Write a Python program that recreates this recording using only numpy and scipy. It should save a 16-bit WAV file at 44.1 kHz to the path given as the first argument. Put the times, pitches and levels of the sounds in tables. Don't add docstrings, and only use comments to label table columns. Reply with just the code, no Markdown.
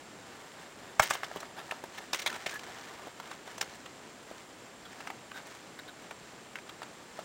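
import sys
import numpy as np
from scipy import signal
from scipy.fft import rfft, irfft
from scipy.io import wavfile

SR = 44100
rng = np.random.default_rng(int(sys.argv[2]) if len(sys.argv) > 2 else 0)


def transcribe(u):
    v = np.clip(np.atleast_2d(u).T, -1, 1)
    q = np.round(v * 32767).astype(np.int16)
    wavfile.write(sys.argv[1], SR, q)


N = 319284
TIME_S = np.arange(N) / SR

# f/Hz, relative density/dB
HUSH_SPECTRUM = [(15, -57), (25, -22), (85, -10), (124, -5.5), (270, -2), (647, -5), (2150, -12.5),
                 (7000, -21), (9100, -34), (15400, -120)]
HISS_SPECTRUM = [(3000, -27), (5500, -17), (7200, 5), (8400, -0.5), (9700, 0.5), (10500, -10.5),
                 (12500, -10), (15500, -9.5)]
# f/Hz, level/dB
WHINE_TONES = [(7553, -79), (7583, -69)]
# t/s, length/s, f/Hz, level at f/dB, overtone level/dB
CREAKS = [(2.261, 0.023, 1500, -48, -35), (2.517, 0.068, 1724, -45, -69), (4.847, 0.025, 1450, -58, -54.5),
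          (5.336, 0.064, 1556, -52, -58.5), (5.788, 0.015, 1600, -47, -50),
          (5.876, 0.025, 1530, -53.5, -53.5), (6.689, 0.013, 1440, -55, -49)]
# t/s, hold/s, mat crunch/dB, needle fizz/dB
PRESSES = [(0.27, .4, -55, -65), (0.8, .2, -56, -78), (1.032, 0.0096, -39.5, -34),
           (1.112, 0.037, -45, -42.5), (1.19, 0.27, -51.5, -57), (1.582, 0.013, -42.5, -52.5),
           (1.66, 0.13, -54.5, -59), (1.945, 0.09, -52.5, -52), (2.15, 0.067, -52, -45.5),
           (2.28, 0.082, -46, -49), (2.41, 0.0093, -46.5, -50), (2.478, 0.064, -50.5, -46.5),
           (2.62, .32, -50.5, -54.5), (2.98, 0.093, -52, -58), (3.24, 0.094, -53.5, -54),
           (3.475, 0.039, -51, -53), (3.64, 0.099, -56.5, -54), (4.288, .002, -52, -59),
           (4.365, 0.012, -58, -51.5), (4.92, 0.14, -55, -58.5), (5.37, 0.014, -47.5, -55),
           (5.47, 0.097, -55.5, -56), (7.17, 0.023, -56, -55)]
# f/Hz, relative density/dB
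MAT_SPECTRUM = [(120, -38), (350, -1), (700, 1), (1100, 1.5), (1900, -1.5), (2800, -10.5), (4200, -10),
                (8000, -25.5)]
NEEDLE_SPECTRUM = [(250, -35), (1500, 4.5), (3200, 5), (4500, -0.5), (5700, 1.5), (8200, -3.5), (9700, -15),
                   (11000, -23), (13000, -21), (15500, -9)]
# f/Hz, level/dB, t60/s
STICK_MODES = [(627, -17.5, .045), (804, -14.5, 0.036), (1143, -14.5, 0.023), (1373, -17.5, 0.037),
               (1616, -12, 0.014), (2180, -19, 0.028), (5400, -31, 0.06)]
# f/pitch, relative level/dB, decay/snap decay
TWIG_MODES = [(.72, -10, 1), (0.998, -3, 1), (1.38, 2.5, 0.37), (2.05, -19, 0.37)]
# f/pitch, relative density/dB
KNOCK_SPECTRUM = [(.08, -41), (.33, -13), (.75, -2.5), (2.1, -6.5), (3, -21), (12, -35)]
# f/Hz, relative density/dB
SPLINTER_SPECTRUM = [(60, -32), (700, 4), (1900, 4.5), (3500, 3.5), (4500, -4.5), (5700, 0.5), (7500, -2),
                     (9700, -6), (11500, -15.5), (15500, -5)]
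# t/s, knock level/dB, pitch/Hz, crack level/dB, crack f/Hz
TWIG_SNAPS = [(0.9964, -24, 1200, -24, 4700), (1.029, -33, 1400, -35, 5000), (1.102, -57, 1200, -36, 6500),
              (1.1074, -24.5, 1140, -32.5, 6000), (1.136, -50, 1150, -37, 5600),
              (1.152, -36.5, 730, -41, 2800), (1.2326, -32.5, 1130, -44, 2580),
              (1.2432, -57, 1150, -41, 3830), (1.3137, -40, 850, -64, 3000), (1.36, -36.5, 560, -54, 2990),
              (1.369, -43, 524, -45, 3480), (1.404, -52, 1090, -44.5, 4800), (1.43, -40.5, 1010, -72, 3000),
              (1.7108, -33.5, 1770, -40, 3300), (1.7209, -35.5, 680, -62, 2500),
              (1.8383, -38, 560, -46.5, 2500), (1.981, -44, 1290, -44, 2900),
              (2.132, -34.5, 750, -28.5, 3830), (2.145, -38.5, 770, -31.5, 3220),
              (2.192, -63, 1170, -38, 3600), (2.22, -56, 1310, -40, 4540), (2.262, -35.5, 826, -27.5, 2840),
              (2.2737, -39.5, 1190, -32, 3420), (2.4618, -42, 560, -32.5, 2210),
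              (2.466, -37.5, 530, -36, 2900), (2.494, -54, 1170, -41, 4280), (2.593, -50, 1170, -45, 3500),
              (3.071, -42, 470, -68, 3020), (3.1998, -40, 920, -48, 4030), (3.313, -44, 1160, -44.5, 2770),
              (3.4751, -44.5, 890, -51, 4000), (3.5798, -44.5, 680, -43.5, 4930),
              (3.612, -33.5, 1110, -28.5, 5000), (3.626, -40, 730, -41, 2570),
              (3.8595, -47, 1000, -46.5, 2950), (4.313, -43, 344, -75, 3000), (5.005, -47, 1320, -47, 2620),
              (5.0726, -38, 1250, -47, 5500), (5.102, -39, 790, -42, 1990),
              (5.3157, -43.5, 1140, -50, 3000), (6.1098, -43.5, 626, -43, 1920),
              (6.556, -38.5, 1530, -46, 1900), (6.5868, -45, 1660, -59, 2500),
              (6.693, -46, 1300, -51, 3300), (6.8184, -40, 865, -49, 2880), (6.83, -44, 890, -44.5, 3360),
              (7.1901, -36.5, 615, -62, 3030)]

FIRST_STEP_S = TWIG_SNAPS[0][0]
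LEAD_S = .009


def amp(db):
    return 10 ** (np.asarray(db) / 20)


def unit(x):
    return x / np.sqrt(np.mean(x ** 2) + 1e-20)


def colour(x, spectrum):
    hz, db = np.transpose(spectrum)
    f = np.fft.rfftfreq(len(x), 1 / SR)
    return irfft(rfft(x) * amp(np.interp(np.log(f + 1), np.log(hz), db)), len(x))


def ragged(spectrum, ripple_db):
    hz, db = np.transpose(spectrum)
    f = np.geomspace(60, 16000, 70)
    own_db = ripple_db * rng.uniform(-1.42, 1, len(f))
    return np.column_stack([f, np.interp(np.log(f), np.log(hz), db) + own_db])


def drift(cutoff_hz):
    f = np.fft.rfftfreq(N, 1 / SR)
    return unit(irfft(rfft(rng.standard_normal(N)) * np.exp(-(f / cutoff_hz) ** 2), N))


def add(mix, at_s, sound):
    part = mix[max(round(at_s * SR), 0):][:len(sound)]
    part += sound[:len(part)]


def set_level(x, db, window_s=.008):
    power = np.sum(x[:round((LEAD_S + window_s) * SR)] ** 2) / (window_s * SR)
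    return amp(db) * x / np.sqrt(power + 1e-20)


def wood_hush(level_db=-52, swell_db=.7):
    return unit(colour(rng.standard_normal(N), HUSH_SPECTRUM)) * amp(level_db + swell_db * drift(12.0))


def camera_noise(hiss_db=-65):
    hiss = unit(colour(rng.standard_normal(N), HISS_SPECTRUM)) * amp(hiss_db)
    whine = sum(amp(db) * np.sqrt(2) * np.sin(2 * np.pi * hz * TIME_S) for hz, db in WHINE_TONES)
    return hiss + whine


def handling_creaks(overtone_ratio=2.39, q_per_s=170, rough_db=5.0, rasp=0.66):
    out = np.zeros(N)
    friction = rng.standard_normal(N) * amp(rough_db * drift(400))
    for at_s, length_s, pitch_hz, low_db, high_db in CREAKS:
        drive = friction[round(at_s * SR):round((at_s + length_s) * SR)]
        swell = signal.windows.tukey(len(drive), .5)
        for hz, db in ((pitch_hz, low_db), (pitch_hz * overtone_ratio, high_db)):
            resonator = signal.iirpeak(hz, max(q_per_s * length_s, 2), fs=SR)
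            ring = unit(signal.lfilter(*resonator, signal.lfilter(*resonator, drive)))
            ring /= np.sqrt(.5 + abs(signal.hilbert(ring)) ** 2)
            rasping = colour(drive, [(hz / 10, -20), (hz / 2, -2), (hz, 0), (2 * hz, -20)])
            add(out, at_s, amp(db) * unit(swell * (unit(ring) + rasp * unit(rasping))))
    return out


def trunk_echo(x, wet_db=-19, t60_s=0.09, onset_s=0.0019):
    t = np.arange(SR // 2) / SR
    taps = rng.standard_normal(len(t)) * amp(-60 * t / t60_s) * (1 - np.exp(-t / onset_s))
    tail = colour(taps, [(3000, 13.5), (12000, -7.5)])
    return amp(wet_db) * signal.fftconvolve(x, tail / np.linalg.norm(tail))[:N]


def foot_pressure(rest_db=(-62, -62.5), attack_s=0.026, release_s=0.033):
    power = amp(rest_db)[:, None] ** 2 * np.ones(N)
    for at_s, hold_s, mat_db, needle_db in PRESSES:
        rise = np.clip(1 + (TIME_S - at_s) / attack_s, 0, 1)
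        release = np.exp(-np.clip((TIME_S - at_s - hold_s) / release_s, 0, 20))
        power += (amp([[mat_db], [needle_db]]) * rise * release) ** 2
    return 10 * np.log10(power)


def crackle(spectrum, crowding, base_per_s, spread_db, rub, clump_db=3.5, decay_s=0.0012):
    sizes = amp(spread_db * np.minimum(rng.exponential(1, N), 3)) * rng.choice([-1, 1], N)
    t = np.arange(2 ** 9) / SR
    crinkle = rng.standard_normal(len(t)) * np.exp(-t / decay_s)
    hits = rng.random(N) < crowding * base_per_s / SR
    breaks = unit(signal.oaconvolve(sizes / np.sqrt(crowding) * hits, crinkle)[:N])
    rubbing = rub * rng.standard_normal(N)
    clumps = amp(clump_db * np.tanh(drift(64)))
    return unit(colour((breaks + rubbing) * clumps, spectrum))


def litter(mat_db, needle_db, light_db=-45, heavy_db=-35, tufts=5):
    crowding = np.interp(needle_db, [light_db, heavy_db], [1, 4])
    mat, needles = np.zeros(N), np.zeros(N)
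    for _ in range(tufts):
        mat += crackle(ragged(MAT_SPECTRUM, 7.0), crowding, base_per_s=500, spread_db=8.5, rub=0.88)
        needles += crackle(ragged(NEEDLE_SPECTRUM, 2.3), crowding, base_per_s=600, spread_db=10, rub=.15)
    return unit(mat) * amp(mat_db) + unit(needles) * amp(needle_db)


def stalk_ticks(mat_db, needle_db, light_db=-53, heavy_db=-45, spread_db=2.5, candidates=300):
    out = np.zeros(N)
    for when, chance, pitch, size in rng.random((candidates, 4)):
        at = int(when * N)
        rate_per_s = np.interp(needle_db[at], [light_db, heavy_db], [3, 35])
        if chance * candidates * SR / N < rate_per_s:
            hz = np.interp(pitch, [0, 1], [790, 1950])
            size_db = spread_db * (2 * size - 1)
            knock_db, crack_db = mat_db[at] + 1.5 + size_db, needle_db[at] - 0.5 + size_db
            add(out, at / SR - LEAD_S, snap(knock_db, hz, crack_db, crack_hz=6 * hz))
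    return out


def heel_thud(push_db=-29.0, push_s=0.0022, thud_db=-45, decay_s=0.014):
    out, t = np.zeros(N), np.arange(2 ** 11) / SR
    u = t / push_s - 2
    push = (1 - u ** 2) * np.exp(-u ** 2)
    soil = unit(colour(rng.standard_normal(len(t)), [(300, -7), (900, -36)]))
    add(out, FIRST_STEP_S, amp(push_db) * push + amp(thud_db) * soil * np.exp(-t / decay_s))
    return out


def stick_ring():
    out, t = np.zeros(N), np.arange(2 ** 12) / SR
    for k, (hz, db, t60_s) in enumerate(STICK_MODES):
        add(out, FIRST_STEP_S, (-1) ** k * amp(db - 60 * t / t60_s) * np.sin(2 * np.pi * hz * t))
    return out


def snap(knock_db, hz, crack_db, crack_hz, rise_s=0.00063, linger_s=0.008, strain_s=0.00047):
    t = np.arange(2 ** 12) / SR - LEAD_S
    after_s = np.maximum(t, 0)
    splintery = np.interp(crack_db - knock_db, [-23, 14], [0, 1])
    thickness = max(1000 / hz, 1) ** 0.16
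    decay_s = np.interp(splintery, [0, 1], [0.0019, 0.0023]) * thickness
    tear_s = np.interp(splintery, [0, 1], [.0006, .0012])
    phases = rng.uniform(0, 2 * np.pi, len(TWIG_MODES))
    ring = sum(amp(db) * np.exp(-after_s / (decay_s * life)) * np.sin(2 * np.pi * hz * ratio * t + phase)
               for (ratio, db, life), phase in zip(TWIG_MODES, phases))
    fade = np.exp(-after_s / (1.6 * decay_s)) + 0.12 * np.exp(-after_s / linger_s)
    body, fibres, sizes = rng.standard_normal((3, len(t)))
    body = colour(body, [(hz * ratio, db) for ratio, db in KNOCK_SPECTRUM]) * fade
    onset = 1 + np.tanh(t / rise_s - 1)
    knock = set_level(ring * onset, 0) + 0.96 * set_level(body * onset, 0)
    tearing = colour(fibres * amp(2.5 * sizes), ragged(SPLINTER_SPECTRUM, 4.5))
    band = [(crack_hz / 4, -11), (crack_hz, 0), (crack_hz * 4, -11)]
    build = 1 + np.tanh((t / tear_s - 1) / 2)
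    strain = 0.21 * splintery * np.exp(np.minimum(t, 0) / strain_s)
    crack = colour(tearing, band) * fade * (build + strain)
    return set_level(knock, knock_db) + set_level(crack, crack_db)


def twig_snaps():
    out = np.zeros(N)
    for at_s, *twig in TWIG_SNAPS:
        add(out, at_s - LEAD_S, snap(*twig))
    return out


def scene():
    background = wood_hush() + camera_noise()
    mat_db, needle_db = foot_pressure()
    close = litter(mat_db, needle_db) + heel_thud() + stick_ring() + handling_creaks()
    close += twig_snaps() + stalk_ticks(mat_db, needle_db)
    return (background + close + trunk_echo(close))[None]


def record(dry):
    lowpass = signal.firwin(511, cutoff=15950, window=("kaiser", 9), fs=SR)
    return signal.oaconvolve(dry, lowpass[None], "same")


dry = scene()
out = record(dry)
transcribe(out)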